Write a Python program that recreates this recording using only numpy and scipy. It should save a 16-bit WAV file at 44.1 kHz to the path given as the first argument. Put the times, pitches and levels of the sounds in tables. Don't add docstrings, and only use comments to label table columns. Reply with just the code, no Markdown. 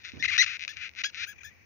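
import sys
import numpy as np
from scipy import signal
from scipy.fft import rfft, irfft
from scipy.io import wavfile
from scipy.ndimage import uniform_filter1d

SR = 44100
rng = np.random.default_rng(int(sys.argv[2]) if len(sys.argv) > 2 else 0)


def wrap_up_sound(samples):
    columns = np.atleast_2d(samples).T
    tamed = np.clip(columns, -1, 1)
    steps = np.round(tamed * 32767).astype(np.int16)
    wavfile.write(sys.argv[1], SR, steps)


def convert_level_to_amplitude(level_db):
    exponent = np.asarray(level_db, float) / 20
    return 10 ** exponent


N = 72765
TOP_CUT_HZ = 6840
BASS_CUT_HZ, RETURN_CUT_HZ, TICK_CUT_HZ = 1450, 1350, 1750


def rms_one(x):
    return x / np.sqrt(np.mean(x ** 2) + 1e-20)


def coloured(spectrum):
    hz = np.arange(N // 2 + 1) * SR / N + 1e-3
    point_hz, point_db = np.transpose(spectrum)
    gain = convert_level_to_amplitude(np.interp(np.log(hz), np.log(point_hz), point_db, left=-200, right=-200))
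    return rms_one(irfft(rfft(rng.standard_normal((2, N))) * gain, N))


# pitch_hz, density_db (per Hz)
AIR_SPECTRUM = [(25, -19), (60, -15), (190, -5.5), (900, -17), (1500, -15.5), (2400, -2.5), (3200, -28.5),
                (6300, -18.5)]


def room_air():
    level_db = -60 + np.array([[0], [-2.5]])
    return convert_level_to_amplitude(level_db) * coloured(AIR_SPECTRUM + [(TOP_CUT_HZ, -30)])


# pitch_hz, density_db (per Hz)
WHINE_SPECTRUM = [(9200, -10.5), (14300, -16), (15200, 8.5), (15700, -1.5)]


def high_whine():
    level_db = -79 + np.array([[3.0], [-17.5]])
    return convert_level_to_amplitude(level_db) * coloured(WHINE_SPECTRUM)


# start_s (swell centre), level_db
RUMBLE_SWELLS = [
    (.16, -54),
    (.295, -51),
    (0.469, -60),
    (0.788, -59),
    (1.219, -62.5),
    (1.47, -62.5),
]


def hand_rumble():
    centre_hz, wide_hz, steady_db, swell_s = 79.6, 32.8, -65.5, 0.04
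    t = np.arange(N) / SR
    swell = convert_level_to_amplitude(steady_db)
    for start_s, level_db in RUMBLE_SWELLS:
        swell = swell + convert_level_to_amplitude(level_db) * np.exp(-((t - start_s) / swell_s) ** 2)
    return swell * coloured([(centre_hz - wide_hz, -20), (centre_hz, 0), (centre_hz + 2 * wide_hz, -16)])


def clicks(s, size):
    over = 4
    fine = np.zeros(over * N + 2)
    at = np.clip(s * SR * over, 0, over * N)
    k = at.astype(int)
    np.add.at(fine, k, size * (1 - at + k))
    np.add.at(fine, k + 1, size * (at - k))
    return over * signal.resample_poly(fine[:over * N], 1, over) + 1e-18


def stroke(rows, jitter):
    wobble, wobble_ridges = 0.07, 8
    spread_db, slow_spread_db, slow_hz = 1.5, 0.8, 500
    s, hz, db = np.transpose(rows)
    t = np.arange(s[0], s[-1], 1 / SR)
    rate = np.exp(np.interp(t, s, np.log(hz)))
    passed = np.cumsum(rate) / SR
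    luck = rng.standard_normal((250, 3))[:int(passed[-1]) + 1]
    drift = uniform_filter1d(uniform_filter1d(luck[:, 2], wobble_ridges), wobble_ridges)
    slip = wobble * wobble_ridges ** .5 * drift
    even = np.interp(np.arange(len(luck)), passed, t)
    ridge_rate = np.interp(even, t, rate)
    weak = np.minimum(convert_level_to_amplitude((db.max() - np.interp(even, s, db)) / 2), 3)
    at = even + (jitter * weak * luck[:, 0] + slip) / ridge_rate
    slow_db = slow_spread_db / (1 + (ridge_rate / slow_hz) ** 2)
    uneven_db = spread_db * (1 + 10 * jitter) / 2 + slow_db
    return at, convert_level_to_amplitude(np.interp(at, s, db) + uneven_db * np.clip(luck[:, 1], -2, 1))


def body(hits, modes):
    out = np.zeros((2, N))
    for hz, left_db, right_db, t60_s in modes:
        r, w = convert_level_to_amplitude(-60 / (t60_s * SR)), 2 * np.pi * hz / SR
        ring = signal.lfilter([0, np.sin(w)], [1, -2 * r * np.cos(w), r * r], hits)
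        out += convert_level_to_amplitude(np.array([[left_db], [right_db]])) * ring
    return out


def rasp(strokes, upper_db, modes, cut_hz):
    upper_from_hz = 3000
    upper = np.hstack([(s, a * convert_level_to_amplitude(d)) for (s, a), d in zip(strokes, upper_db)])
    out = body(clicks(*np.hstack(strokes)), [m for m in modes if m[0] < upper_from_hz])
    out = out + body(clicks(*upper), [m for m in modes if m[0] >= upper_from_hz])
    return signal.sosfiltfilt(signal.butter(4, cut_hz, "high", fs=SR, output="sos"), out) / 2


# start_s, ridge_rate_hz, level_db (of the clicks)
FORWARD_EARLY = [
    [(.001, 1289, -47.5), (.012, 1209, -51), (.02, 1187, -44.5), (.03, 988, -53), (.05, 793, -29),
     (.075, 932, -36), (.095, 784, -31), (.105, 904, -44.5), (.185, 910, -48)],
    [(.2255, 1882, -14), (.231, 2148, -24.5), (.241, 2038, -16.5), (.248, 1288, -16.5), (.255, 1074, -14),
     (.2625, 890, -12.5)],
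    [(.274, 1950, -37.5), (.282, 2103, -20), (.287, 1810, -18), (.294, 2159, -24), (.302, 1970, -18.5),
     (.31, 1223, -23), (.336, 1106, -13.5), (.346, 588, -16.5), (.3705, 581, -13.5)],
    [(.463, 761.3, -15.5), (.47, 1196, -23.5), (.484, 1239, -22), (.488, 730, -24.5), (.5, 804.5, -22),
     (.515, 544.4, -22), (.545, 381.3, -21), (.56, 368.2, -24.5), (.574, 192.8, -18.5)],
]
FORWARD_LATE = [
    [(.758, 903, -43), (.772, 629.2, -27), (.79, 282, -28.5), (.803, 270.7, -27), (.816, 500, -24),
     (.83, 954, -25), (.85, 664, -24.5), (.862, 325, -23), (.886, 219.7, -26)],
    [(.9605, 192.4, -34), (.975, 372.5, -28), (.99, 528, -22.5), (1.003, 813, -26), (1.01, 448, -19.5),
     (1.0215, 299, -20.5)],
    [(1.122, 1000, -51), (1.132, 1150, -43), (1.142, 1580, -42)],
    [(1.1505, 357.6, -23.5), (1.163, 238, -30), (1.176, 449.7, -24.5), (1.21, 475.6, -21.5),
     (1.224, 767.4, -23.5), (1.236, 813, -21), (1.243, 965.5, -22), (1.2525, 269, -24.5)],
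]
FORWARD_FAINT = [
    [(1.358, 1148, -50), (1.366, 1272, -47), (1.374, 1373, -78), (1.382, 1342, -41.5), (1.394, 1040, -41.5),
     (1.398, 793, -57), (1.41, 814, -37), (1.428, 714, -45)],
    [(1.5, 1014, -46.5), (1.54, 970, -58.5), (1.58, 1141, -57), (1.61, 1000, -57), (1.65, 1190, -56.5)],
]
FORWARD_JITTER = [0.36, 0.043, .045, 0.06, 0.039, 0.049, 0.063, 0.028, 0.032, 0.049]
FORWARD_UPPER_DB = [2, -8, -8.5, -4.5, -9.5, -1.5, -2, 0, -1.5, -7]
# pitch_hz, left_db, right_db, t60_s
FORWARD_BODY = [(1650, -7, -40.5, .006), (2130, -9.5, -29.5, 0.017), (2470, 3.5, -7.5, 0.0056),
                (3656, 0.5, -8, 0.003), (4950, -9, -3, 0.00098), (6050, -18.5, -22, 0.001)]
FAINT_BODY = [(1950, -2.5, -20, 0.018), (2380, 1, -32, 0.013), (3530, -33, -14, 0.0033),
              (6300, -4, -15, 0.0044)]


def forward_rasps():
    rows = FORWARD_EARLY + FORWARD_LATE + FORWARD_FAINT
    strokes = [stroke(r, j) for r, j in zip(rows, FORWARD_JITTER)]
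    firm = rasp(strokes[:8], FORWARD_UPPER_DB[:8], FORWARD_BODY, BASS_CUT_HZ)
    return firm + rasp(strokes[8:], FORWARD_UPPER_DB[8:], FAINT_BODY, BASS_CUT_HZ)


# start_s, level_db
STALL_TICKS = [(0.1196, -26.5), (0.1702, -31), (0.5924, -34), (0.5953, -19), (0.6016, -25), (0.6086, -19),
               (0.6153, -21), (0.62, -20), (0.6224, -22.5), (0.6263, -17), (0.6308, -19.5), (0.6359, -22),
               (0.6383, -16), (0.6423, -25.5), (0.65, -15.5), (0.6822, -23), (0.77, -17), (0.893, -24.5),
               (0.9146, -38), (0.937, -37), (0.9514, -30.5), (1.146, -18.5)]


def stalled_ridges():
    start_s, level_db = np.transpose(STALL_TICKS)
    ticks = (start_s - 3 / SR, convert_level_to_amplitude(level_db))
    return rasp([ticks], [-4], FORWARD_BODY, TICK_CUT_HZ)


# start_s, level_db, t60_s
KNOCKS = [
    (0.132, -43, 0.4),
    (0.165, -46, 0.43),
]
# pitch_hz, density_db (per Hz)
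KNOCK_SPECTRUM = [(50, -19), (100, -7.5), (250, -9.5), (1000, -32.5), (3000, -33.5)]


def finger_knocks():
    left_db = -19
    t = np.arange(N) / SR
    shape = np.zeros(N)
    for start_s, level_db, t60_s in KNOCKS:
        attack = np.clip(300 * (t - start_s), 0, 1)
        shape += convert_level_to_amplitude(level_db - 60 * np.abs(t - start_s) / t60_s) * attack
    return shape * coloured(KNOCK_SPECTRUM) * convert_level_to_amplitude(np.array([[left_db], [0]]))


# start_s, ridge_rate_hz, level_db (of the clicks)
RETURN_EARLY = [
    [(.188, 1430, -52), (.196, 1700, -42.5), (.202, 1847, -37), (.222, 1800, -42)],
    [(.379, 1213, -14), (.385, 1926, -13.5), (.398, 1903, -11.5), (.408, 2028, -12.5), (.422, 2054, -12),
     (.431, 1394, -16.5), (.438, 773, -17.5), (.4465, 584, -15.5)],
    [(.6788, 1208, -19.5), (.686, 1287, -42), (.692, 1700, -28), (.7, 1700, -31), (.718, 1814, -36),
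     (.728, 1389, -43), (.738, 1111, -38), (.755, 1027, -48.5)],
]
RETURN_LATE = [
    [(1.0368, 897, -18.5), (1.041, 1005, -17.5), (1.047, 1615, -17.5), (1.062, 1647, -20.5),
     (1.072, 1707, -30.5), (1.085, 1665, -36.5), (1.097, 1650, -39.5), (1.104, 1270, -39.5)],
    [(1.262, 1130, -44), (1.272, 1454, -31.5), (1.279, 1632, -30.5), (1.295, 1659, -27.5),
     (1.31, 1675, -33), (1.325, 1674, -35.5), (1.331, 1423, -36.5), (1.34, 1270, -49)],
    [(1.433, 1210, -34), (1.44, 1540, -39.5), (1.45, 1740, -31), (1.462, 1650, -33.5), (1.472, 1767, -37),
     (1.488, 1810, -42.5), (1.5, 1680, -49)],
]
RETURN_JITTER = [.02, .024, .026, .016, .024, .022]


def return_strokes():
    return [stroke(r, j) for r, j in zip(RETURN_EARLY + RETURN_LATE, RETURN_JITTER)]


RETURN_UPPER_DB = [3, -2, -4, -2, -3, 2]
# pitch_hz, left_db, right_db, t60_s
RETURN_BODY = [(1700, -29.5, -30.5, 0.0022), (2580, 5.5, -8, 0.0051), (3800, 4.5, -4, 0.0022),
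               (4260, -1.5, -4, 0.0015), (5650, -2, -4, 0.002)]
SOFT_BODY = [(1752, -9, -17.5, 0.01), (2460, -1, -15.5, 0.015), (3670, -6, -20, 0.0023),
             (4800, -13, -14, 0.00092), (6220, -3, -11, 0.0028)]


def return_squeaks(strokes):
    firm = rasp(strokes[:4], RETURN_UPPER_DB[:4], RETURN_BODY, RETURN_CUT_HZ)
    return -(firm + rasp(strokes[4:], RETURN_UPPER_DB[4:], SOFT_BODY, RETURN_CUT_HZ))


EDGE_DB = [-56, -43.5, -25.5, -27.5, -14, -18.5]
EDGE_FADE = [4, -0.5, 114, 192, 211, 194]
SHRILL_DB = [8, -16, -13, -7, -2.5, -4]
# pitch_hz, left_db, right_db, t60_s
EDGE_BODY = [(9800, 11.6, -31, 0.0049), (12300, 10, -31.5, 0.001)]
SHRILL_BODY = [(15300, 19.3, -7.5, .004)]


def bright_edge(strokes):
    full_speed_hz, speed_power = 1904, 6.5
    fast = []
    for (s, a), level_db, fade in zip(strokes, EDGE_DB, EDGE_FADE):
        spacing = uniform_filter1d(np.gradient(s), size=5) * full_speed_hz + 1e-3
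        fast.append((s, a * convert_level_to_amplitude(level_db - fade * (s - s[0])) * spacing ** -speed_power))
    shrill = [(s, a * convert_level_to_amplitude(d)) for (s, a), d in zip(fast, SHRILL_DB)]
    edge = body(clicks(*np.hstack(fast)), EDGE_BODY) + body(clicks(*np.hstack(shrill)), SHRILL_BODY)
    return signal.sosfilt(signal.cheby2(8, 50, [9300, 16000], "band", fs=SR, output="sos"), edge)


def right_path(x):
    lag_s, turn_rad = 0.00025, 2.455
    hz = np.arange(N // 2 + 1) * SR / N
    x[1] = irfft(rfft(x[1]) * np.exp(1j * (turn_rad - 2 * np.pi * hz * lag_s)), N)
    return x


def table_top(x):
    level_db, t60_s, gap_s = -12, 0.07, 0.0012
    t = np.arange(SR // 5) / SR
    tail = rng.standard_normal((2, len(t))) * convert_level_to_amplitude(-60 * t / t60_s) * (t > gap_s)
    tail /= np.sqrt(np.sum(tail ** 2, axis=1, keepdims=True))
    return convert_level_to_amplitude(level_db) * signal.fftconvolve(x, tail, axes=1)[:, :N]


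def scene():
    forward = forward_rasps() + stalled_ridges()
    back = return_strokes()
    beetle = right_path(forward + return_squeaks(back))
    beetle = beetle + table_top(beetle)
    beetle = signal.sosfiltfilt(signal.butter(14, TOP_CUT_HZ, fs=SR, output="sos"), beetle)
    hand = hand_rumble() + finger_knocks()
    return beetle + bright_edge(back) + hand + room_air() + high_whine()


def top_cut(x):
    return signal.sosfilt(signal.butter(12, 16260, fs=SR, output="sos"), x)


def record(dry):
    return top_cut(dry)


dry = scene()
out = record(dry)
wrap_up_sound(out)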